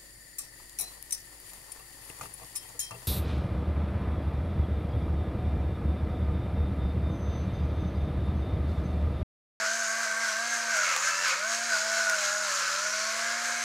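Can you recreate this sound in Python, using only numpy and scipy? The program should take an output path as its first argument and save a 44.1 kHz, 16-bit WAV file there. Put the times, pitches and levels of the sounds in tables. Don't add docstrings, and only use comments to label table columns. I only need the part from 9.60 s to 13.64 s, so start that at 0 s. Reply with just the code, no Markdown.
import sys
import numpy as np
from scipy import signal
from scipy.fft import rfft, irfft, next_fast_len
from scipy.io import wavfile
from scipy.ndimage import uniform_filter1d

SR = 44100
rng = np.random.default_rng(int(sys.argv[2]) if len(sys.argv) > 2 else 0)


def generate_wav(signal):
    frames = np.transpose(np.atleast_2d(signal))
    scaled = np.clip(frames, -1, 1) * 32767
    pcm = np.round(scaled).astype(np.int16)
    wavfile.write(sys.argv[1], SR, pcm)


N = 178153
TIME = np.arange(N) / SR
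GEAR_RATIO, GEAR_TEETH = 4 / 9, 15


def undb(db):
    return 10 ** (np.asarray(db) / 20)


def unit(x):
    return x / np.sqrt(np.mean(x ** 2))


def curves(table):
    times, *columns = np.transpose(table)
    return [np.interp(TIME, times, column) for column in columns]


def response(hz, points):
    table_hz, db = np.transpose(points)
    return np.interp(np.log(hz), np.log(table_hz), db)


def walk(hz):
    size = next_fast_len(N, real=True)
    f = np.fft.rfftfreq(size, 1 / SR)
    spectrum = rfft(rng.standard_normal(size)) / (1 + (f / hz) ** 2)
    return unit(irfft(spectrum, size)[:N])


def hold(start, length):
    distance_inside = np.minimum(TIME - start, start + length - TIME)
    return np.clip(distance_inside / 0.021 + 0.5, 0, 1)


def swell(centre, length):
    return np.cos(np.pi / 2 * np.clip((TIME - centre) / length, -1, 1)) ** 2


def colour(x, points, size=4096):
    hz, db = np.transpose(points)
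    f = np.fft.rfftfreq(size, 1 / SR) + 1
    gain = undb(np.interp(np.log(f), np.log(hz), db))
    cepstrum = irfft(np.log(gain))
    cepstrum[1:size // 2] *= 2
    cepstrum[size // 2 + 1:] = 0
    impulse_response = irfft(np.exp(rfft(cepstrum)))
    return signal.fftconvolve(x, impulse_response)[:N]


def ring(x, modes):
    out = 0
    for hz, width_hz, db in modes:
        b, a = signal.iirpeak(hz, hz / width_hz, fs=SR)
        once = signal.lfilter(b, a, x)
        out = out + undb(db) * signal.lfilter(b, a, once)
    return out


def clicks(times, sizes):
    place = np.clip(times * SR, 0, N - 2)
    i = place.astype(int)
    later_share = place - i
    return np.bincount(i, sizes * (1 - later_share), N) + np.bincount(i + 1, sizes * later_share, N)


def grains(per_s, spread_db):
    size = np.minimum(rng.standard_exponential(N), 4)
    happens = rng.random(N) < per_s / SR
    return happens * undb(spread_db * size) * rng.choice([-1, 1], N)


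def tone(cycles, rough, flutter_hz):
    flutter = 1 + rough * (walk(flutter_hz) + 1j * walk(flutter_hz))
    return unit(np.imag(flutter * np.exp(2j * np.pi * (cycles + rng.random()))))


def room(x, wet_db, t60=0.45, count=7):
    t = TIME[:SR // 3]
    out = x
    for k, draw in enumerate(rng.standard_normal((count, len(t)))):
        tail = draw * np.exp(-np.log(1000) * t / t60) * (t > .002)
        tail = tail / np.linalg.norm(tail)
        share = np.sqrt(np.clip(1 - np.abs(np.linspace(0, count - 1, N) - k), 0, 1))
        out = out + undb(wet_db) * signal.fftconvolve(x * share, tail)[:N]
    return out


def burr_load(shaft_hz):
    free_hz, sag_hz, inertia_s = 233.5, 67.7, 0.061
    slowing = -uniform_filter1d(np.gradient(shaft_hz) * SR, size=SR // 16)
    return (free_hz - shaft_hz + inertia_s * slowing) / sag_hz


def loaded(free_db, added_db, load):
    return free_db + added_db * load


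# (shaft speed [Hz], level [dB])
HUM_LEVEL = [(175, -65.5), (205, -61.5), (230, -55)]
# (pitch [Hz], level before the slow drift [dB])
COGGING_LEVEL = [(520, -42.5), (545, -45.5), (562, -51.5), (578, -44.5), (615, -40), (662, -38.5),
                 (685, -40), (710, -42.5)]


def motor(turns, shaft_hz, load, drift_db):
    hum = undb(response(shaft_hz, HUM_LEVEL)) * tone(turns, rough=0.04, flutter_hz=30)
    cogging_db = response(3 * shaft_hz, COGGING_LEVEL) + drift_db
    cogging = undb(cogging_db) * tone(3 * turns, rough=0.12 + 0.12 * load, flutter_hz=40)
    return hum + cogging


# (multiple of the shaft speed [ratio], level before binding [dB])
WEAK_GEAR_TONES = [(46 / 9, -54), (6, -55), (56 / 9, -56), (68 / 9, -56), (8, -55), (92 / 9, -56)]
GEAR_TONES = {"mesh": 20 / 3, "sideband": 64 / 9, "upper sideband": 73 / 9, "strain": 124 / 9, "4th": 4,
              "5th": 5, "7th": 7, "8th": 8, "9th": 9}
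# (start [s], length [s], tone name, level before binding [dB])
GEAR_BITES = [(0, 0.12, "mesh", -36.5), (0.196, .06, "mesh", -35.5), (0.646, 0.069, "mesh", -34.5),
              (0.915, 0.068, "mesh", -33.5), (0.992, .1, "mesh", -38.5), (1.089, 0.16, "mesh", -33),
              (1.236, .09, "mesh", -45), (1.46, 0.12, "mesh", -40.5), (2.106, 0.072, "mesh", -28.5),
              (2.191, .12, "mesh", -35.5), (2.315, .24, "mesh", -31.5), (2.671, 0.087, "mesh", -39),
              (2.84, 0.39, "mesh", -40), (0.053, 0.12, "7th", -35), (.195, 0.23, "7th", -36.5),
              (.44, 0.21, "7th", -34), (0.625, 0.36, "7th", -36.5), (1.163, 0.08, "7th", -39),
              (1.47, 0.066, "7th", -36.5), (1.816, 0.074, "7th", -33.5), (2.085, 0.54, "7th", -39.5),
              (2.66, 0.23, "7th", -39.5), (3.251, .16, "7th", -39), (3.42, .62, "7th", -43.5),
              (.44, 0.064, "sideband", -44), (0.647, 0.043, "sideband", -36), (.92, 0.052, "sideband", -42),
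              (1.122, .12, "sideband", -32.5), (1.25, 0.091, "sideband", -36.5),
              (1.47, 0.23, "sideband", -43), (2.117, 0.15, "sideband", -40),
              (2.354, 0.062, "sideband", -37), (2.494, 0.078, "sideband", -36),
              (2.58, 0.64, "sideband", -42.5), (3.635, 0.09, "sideband", -37.5),
              (1.432, 0.086, "upper sideband", -37.5), (1.645, 0.088, "upper sideband", -35),
              (3.021, 0.076, "upper sideband", -36), (2.599, 0.169, "8th", -40), (2.92, 0.25, "8th", -45),
              (.33, 0.17, "9th", -46), (.58, .09, "9th", -45), (.848, 0.13, "9th", -44),
              (1.43, .25, "9th", -38), (2.868, 0.26, "9th", -47), (3.6, 0.53, "9th", -46.5),
              (1.227, .14, "strain", -43), (1.435, .23, "strain", -43), (.96, .16, "4th", -50),
              (2.15, 0.73, "4th", -52), (3.3, .7, "4th", -62), (0.278, 0.2, "5th", -45.5),
              (0.527, 0.21, "5th", -44.5), (0.751, 0.11, "5th", -44), (1.835, 0.094, "5th", -44),
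              (3.379, 0.23, "5th", -46.5)]


def gear_whine(turns, load):
    free_rough, loaded_rough = 0.16, 0.6
    rough = free_rough + (loaded_rough - free_rough) * load
    out = sum(undb(db) * tone(k * turns, rough=0.39, flutter_hz=8.9) for k, db in WEAK_GEAR_TONES)
    for name, order in GEAR_TONES.items():
        gain = sum(undb(db) * hold(s, length) for s, length, which, db in GEAR_BITES if which == name)
        if name in ("mesh", "7th"):
            gain = np.maximum(gain, undb(-44))
        out = out + gain * tone(order * turns, rough, flutter_hz=9 * order)
    return out


def tooth_blows(turns, wear_db, scatter_db, slack):
    teeth = turns * GEAR_RATIO * GEAR_TEETH
    n = np.arange(int(teeth[-1]))
    wear = rng.standard_normal((GEAR_TEETH, 2))[n % GEAR_TEETH]
    play = rng.standard_normal((N // 10, 2))[n]
    times = np.interp(n + 0.25 * wear[:, 0] + slack * play[:, 0], teeth, TIME)
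    return clicks(times, undb(wear_db * wear[:, 1] + scatter_db * play[:, 1]))


# (frequency [Hz], relative level [dB])
HOUSING_COLOUR = [(150, -81.5), (300, -18), (400, -37), (490, -14.5), (560, -11.5), (660, -9.5), (780, -19),
                  (920, -9), (1100, -7.5), (1400, -1), (1650, 1.5), (1850, -6.5), (2100, -9.5),
                  (3200, -37.5)]
# (frequency [Hz], width of one filter pass [Hz], relative level [dB])
CHATTER_MODES = [(2208, 400, 4.5), (2170, 18, -24), (2491, 85, 3), (2650, 300, -4), (2960, 830, -11)]


def gear_rattle(turns, rattle_db, chatter_db):
    rattle = colour(tooth_blows(turns, wear_db=0.5, scatter_db=2.0, slack=0.37), HOUSING_COLOUR)
    chatter = ring(tooth_blows(turns, wear_db=-0.5, scatter_db=1.5, slack=0.18), CHATTER_MODES)
    rattle = undb(rattle_db) * unit(room(rattle, wet_db=-7.0))
    return rattle + undb(chatter_db) * unit(room(chatter, wet_db=-9))


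def binding(turns, load):
    free_swing_db, loaded_swing_db = 1, 2.8
    swing_db = free_swing_db + (loaded_swing_db - free_swing_db) * load
    gain = undb(swing_db * (np.sin(2 * np.pi * GEAR_RATIO * turns) + 0.14 * walk(63)))
    return gain / np.sqrt(uniform_filter1d(gain ** 2, size=SR // 12))


def wander(x):
    spread_db, pace_hz = 1.1, 7
    out = 0
    for edge_hz in (4900, 5900, 7100):
        low = signal.sosfiltfilt(signal.butter(6, edge_hz, fs=SR, output="sos"), x)
        out = out + low * undb(spread_db * walk(pace_hz))
        x = x - low
    return out + x * undb(spread_db * walk(pace_hz))


# (frequency [Hz], relative level [dB])
SLEEVE_COLOUR = [(1500, -30), (2400, -2.5), (3000, -4), (3600, -6), (4000, 0), (4450, -1), (5200, 2),
                 (5800, 2), (6500, 1), (7200, 2), (8000, -11.5), (9800, -18), (12000, -21), (15500, -35)]
# (time [s], centre pitch [Hz], extra level [dB])
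SLEEVE_RINGING = [(0, 6380, 1), (.27, 6425, 5), (.73, 6104, 0.5), (.92, 6410, 1), (1.35, 6410, 5),
                  (1.7, 6410, 0.5), (2.1, 6620, 4), (2.45, 6570, 2), (3.3, 6308, 1), (3.7, 6557, -2),
                  (4.04, 6290, 4)]


def burr(turns, rasp_db, sing_db):
    scrapes = grains(14000 * (1 + 0.23 * np.cos(2 * np.pi * turns)), spread_db=2.5)
    lean = undb(1.2 * np.sin(2 * np.pi * GEAR_RATIO * turns) + 0.7 * walk(31))
    rasp = wander(colour(scrapes * lean, SLEEVE_COLOUR))
    rasp = undb(rasp_db) * unit(room(rasp, wet_db=-6.5))
    sing_hz, lodged_db = curves(SLEEVE_RINGING)
    sing = undb(sing_db + lodged_db) * tone(np.cumsum(sing_hz) / SR, rough=5.7, flutter_hz=280)
    low_ring_db = rasp_db - 16.0 + 2 * walk(3.3)
    low_ring = undb(low_ring_db) * tone(4500 * TIME, rough=11, flutter_hz=174)
    return rasp + lean * (sing + low_ring)


# (centre [s], length at half height [s], extra rasp [dB], extra rattle [dB], extra chatter [dB])
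COARSE_PIECES = [(.02, .075, 0.5, 5, 3), (.44, .06, 1.5, 2.5, -5), (.67, 0.11, 1.5, 1.5, -1),
                 (.95, .06, 2, 2.5, -5), (1.17, 0.14, 2.5, 1, 4.5), (1.28, 0.074, 1, 1, 2),
                 (1.47, 0.081, 4.5, 1.5, 3), (1.55, 0.062, 1, -1, -1), (1.61, 0.052, 0.7, 1, -6),
                 (1.69, 0.067, 2, -5, 4.5), (1.735, 0.039, 1, 5.5, 2), (1.93, 0.069, 4, 4.5, -4),
                 (2.15, 0.11, 0.5, 1.5, 0), (2.38, 0.093, 2, 3.5, 1), (2.52, .05, -1, 2, 6),
                 (2.65, 0.097, 2, 0.5, 8), (2.9, 0.24, 1.5, 0, 6), (3.06, 0.044, -1.5, -2, 3),
                 (3.68, .2, 1.5, 3, -2.5), (3.88, 0.098, 2, 3, -2.5)]


def crunches():
    return sum(np.outer(extra_db, swell(s, length)) for s, length, *extra_db in COARSE_PIECES)


# (frequency [Hz], relative level [dB])
CRUSH_COLOUR = [(300, -37), (700, -20), (1050, 1.5), (1750, 0.5), (2300, -6), (2750, -1), (3200, -9),
                (6000, -35.5)]


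def crush(crush_db):
    fractures = colour(grains(2200, spread_db=3.0), CRUSH_COLOUR)
    return undb(crush_db) * unit(room(fractures, wet_db=-7.5))


# (time [s], extra level [dB])
PEPPER_FEED = [(0, -0.5), (.4, 2), (.6, -0.5), (1.0, 1), (1.15, -2), (1.5, -2), (1.83, -1.5), (2.0, 3),
               (2.3, -1.5), (2.45, 1), (2.9, -0.5), (3.28, -0.5), (3.62, 1.5), (3.78, -0.5), (4.04, 3)]
# (frequency [Hz], relative level [dB])
CRACKLE_COLOUR = [(3000, -36), (6000, 2), (7800, 15), (9000, 9), (10200, 3), (11800, -2.5), (13500, -6),
                  (15500, -29)]


def crackle(turns, dust_db):
    pulse = undb(2.0 * np.sin(2 * np.pi * GEAR_RATIO * turns) + 0.82 * walk(40))
    splinters = colour(pulse * grains(7500, spread_db=5.5), CRACKLE_COLOUR)
    return undb(dust_db + curves(PEPPER_FEED)[0]) * unit(room(splinters, wet_db=-1.5))


# (frequency [Hz], relative level [dB])
KITCHEN_COLOUR = [(20, -16), (32, -20), (55, -17), (110, 0), (200, 0.5), (500, 6.5), (2000, -21),
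                  (12000, -26)]


def kitchen():
    air = undb(-64.5) * unit(colour(rng.standard_normal(N), KITCHEN_COLOUR))
    hum = undb(-78.5) * unit(np.sin(2 * np.pi * 50 * TIME))
    return air + hum


# (centre [s], length at half height [s], pitch [Hz], flutter rate that widens it [Hz], level [dB])
RESONANCE_SWELLS = [(.14, 0.081, 6260, 120, -41), (.25, 0.34, 6830, 220, -43), (.71, .09, 5820, 320, -42),
                    (.93, 0.17, 6320, 180, -40), (1.32, 0.1, 6350, 130, -43), (1.41, 0.17, 6930, 220, -40),
                    (1.6, .28, 5080, 70, -48), (1.92, 0.093, 6530, 180, -37.5), (2.06, .1, 6540, 120, -43),
                    (2.14, 0.065, 4890, 220, -39), (2.21, 0.12, 6760, 160, -43),
                    (2.76, 0.13, 6800, 200, -40), (2.89, 0.078, 4450, 120, -41),
                    (3.33, 0.27, 5860, 260, -39.5), (3.46, .14, 4450, 200, -41.5),
                    (3.67, .11, 7000, 400, -45), (3.97, .1, 4080, 59.94, -50)]


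def sleeve_swells():
    out = 0
    for s, length, hz, width_hz, db in RESONANCE_SWELLS:
        out = out + undb(db) * swell(s, length) * tone(hz * TIME, rough=4, flutter_hz=width_hz)
    return out


# (time [s], snap before colour and lift [dB], knock before modes and lift [dB], decay [s])
CORN_CRACKS = [(.447, -45, -22, .002), (.682, -33, -22, .002), (1.168, -33, -4, .0042),
               (1.234, -35, -22, .003), (1.288, -42, -12, .003), (1.3632, -22.5, -1, 0.0014),
               (1.6799, -31, -18, .004), (1.691, -34, -16, .005), (2.4969, -19, -7, 0.00083)]
# (frequency [Hz], relative level [dB])
SNAP_COLOUR = [(100, -50), (500, -14), (2000, 6), (3500, -2), (6300, 9), (8200, 2.5), (11800, -6.5),
               (15500, -15)]
# (frequency [Hz], width of one filter pass [Hz], relative level [dB])
CRACK_KNOCK_MODES = [(525, 27, -2.5), (804, 180, -3), (1317, 320, -13), (2830, 2600, -13.5)]


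def cracks():
    times, snap_db, knock_db, decays = np.transpose(CORN_CRACKS)
    snap = clicks(np.round(times * SR) / SR, undb(snap_db))
    for s, db, decay in zip(times, snap_db, decays):
        age = np.abs(TIME - s)
        crumbs = undb(-17) * np.exp(-age / 0.011)
        burst = np.exp(-age / decay) + crumbs
        snap = snap + undb(db) * rng.choice([-1, 1], N) * (TIME > s) * burst
    knock = ring(clicks(times, undb(knock_db)), CRACK_KNOCK_MODES)
    return room(undb(1.0) * colour(snap, SNAP_COLOUR) + undb(13.0) * knock, wet_db=-5.5, count=3)


# (time [s], strength before colour and lift [dB])
GEAR_SLIPS = [(1.1365, -6), (1.158, 3), (1.1885, -8), (1.2228, -3), (1.275, 2), (1.6434, 5), (1.666, -7),
              (1.6795, 1), (1.729, 3)]


def jolts():
    times, db = np.transpose(GEAR_SLIPS)
    return room(undb(4.0) * colour(clicks(times, undb(db)), HOUSING_COLOUR), wet_db=-3, count=3)


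# (start [s], length [s], pitch [Hz], level before binding [dB])
JAM_SQUEALS = [(1.262, 0.058, 2180, -36), (1.673, 0.041, 2175, -39), (1.68, .075, 2520, -41)]


def squeals():
    out = 0
    for s, length, hz, db in JAM_SQUEALS:
        out = out + undb(db) * hold(s, length) * tone(hz * TIME, rough=0.8, flutter_hz=70)
    return out


# (time [s], turns per second [Hz])
SHAFT_SPEED = [(0.0, 219.7), (0.06, 217.8), (0.17, 229), (0.28, 221.7), (0.42, 229.9), (0.47, 219.8),
               (0.53, 221), (0.63, 228.7), (0.73, 216.1), (0.84, 233.8), (0.92, 237.6), (0.99, 232.2),
               (1.12, 228.1), (1.17, 210.5), (1.22, 206.2), (1.28, 191.4), (1.37, 174), (1.44, 191.3),
               (1.55, 191.9), (1.63, 198.1), (1.72, 175.8), (1.88, 224.6), (2.07, 236), (2.17, 214),
               (2.33, 222.8), (2.45, 222.3), (2.65, 201.8), (2.82, 209.7), (2.93, 191.1), (3.0, 192.6),
               (3.08, 186.7), (3.25, 207.1), (3.6, 226), (3.8, 235.6), (4.04, 235.7)]
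# (time [s], extra cogging [dB], extra chatter [dB], extra rasp [dB])
HAND_DRIFT = [(0, -0.5, -0.5, 2), (.6, -5, 5.5, -1.5), (.85, -1, 3.5, 0.5), (1.5, -4, 5, -2.5),
              (2.0, -2, 5.5, 1.5), (2.35, 1, 3, 3), (2.9, -2, -7.5, -1), (3.45, -3.5, 7, 1.5),
              (4.04, -1, 9, 0.5)]


def scene():
    shaft_hz = curves(SHAFT_SPEED)[0]
    turns = np.cumsum(shaft_hz) / SR
    load = burr_load(shaft_hz)
    cogging_drift, chatter_drift, rasp_drift = curves(HAND_DRIFT)
    crunch_db, shake_db, strain_db = crunches()

    rattle_db = loaded(-37.5, 3, load) + shake_db
    chatter_db = loaded(-49.5, 8, load) + chatter_drift + strain_db
    rasp_db = loaded(-38, 6.5, load) + rasp_drift + crunch_db
    sing_db = loaded(-45, -1, load) + crunch_db
    crush_db = loaded(-54, 20.5, load)
    dust_db = loaded(-46.5, 2, load) + crunch_db

    hum = motor(turns, shaft_hz, load, cogging_drift)
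    gears = gear_whine(turns, load) + gear_rattle(turns, rattle_db, chatter_db) + squeals()
    gears = binding(turns, load) * gears
    pepper = burr(turns, rasp_db, sing_db) + crush(crush_db) + crackle(turns, dust_db)
    pepper = pepper + sleeve_swells() + cracks()
    mono = hum + gears + pepper + kitchen() + jolts()
    return np.array([mono, mono])


def record(dry):
    thinned = signal.sosfilt(signal.butter(4, 36, "high", fs=SR, output="sos"), dry)
    return signal.sosfilt(signal.ellip(12, .1, 80, 15680, fs=SR, output="sos"), thinned)


dry = scene()
out = record(dry)
generate_wav(out)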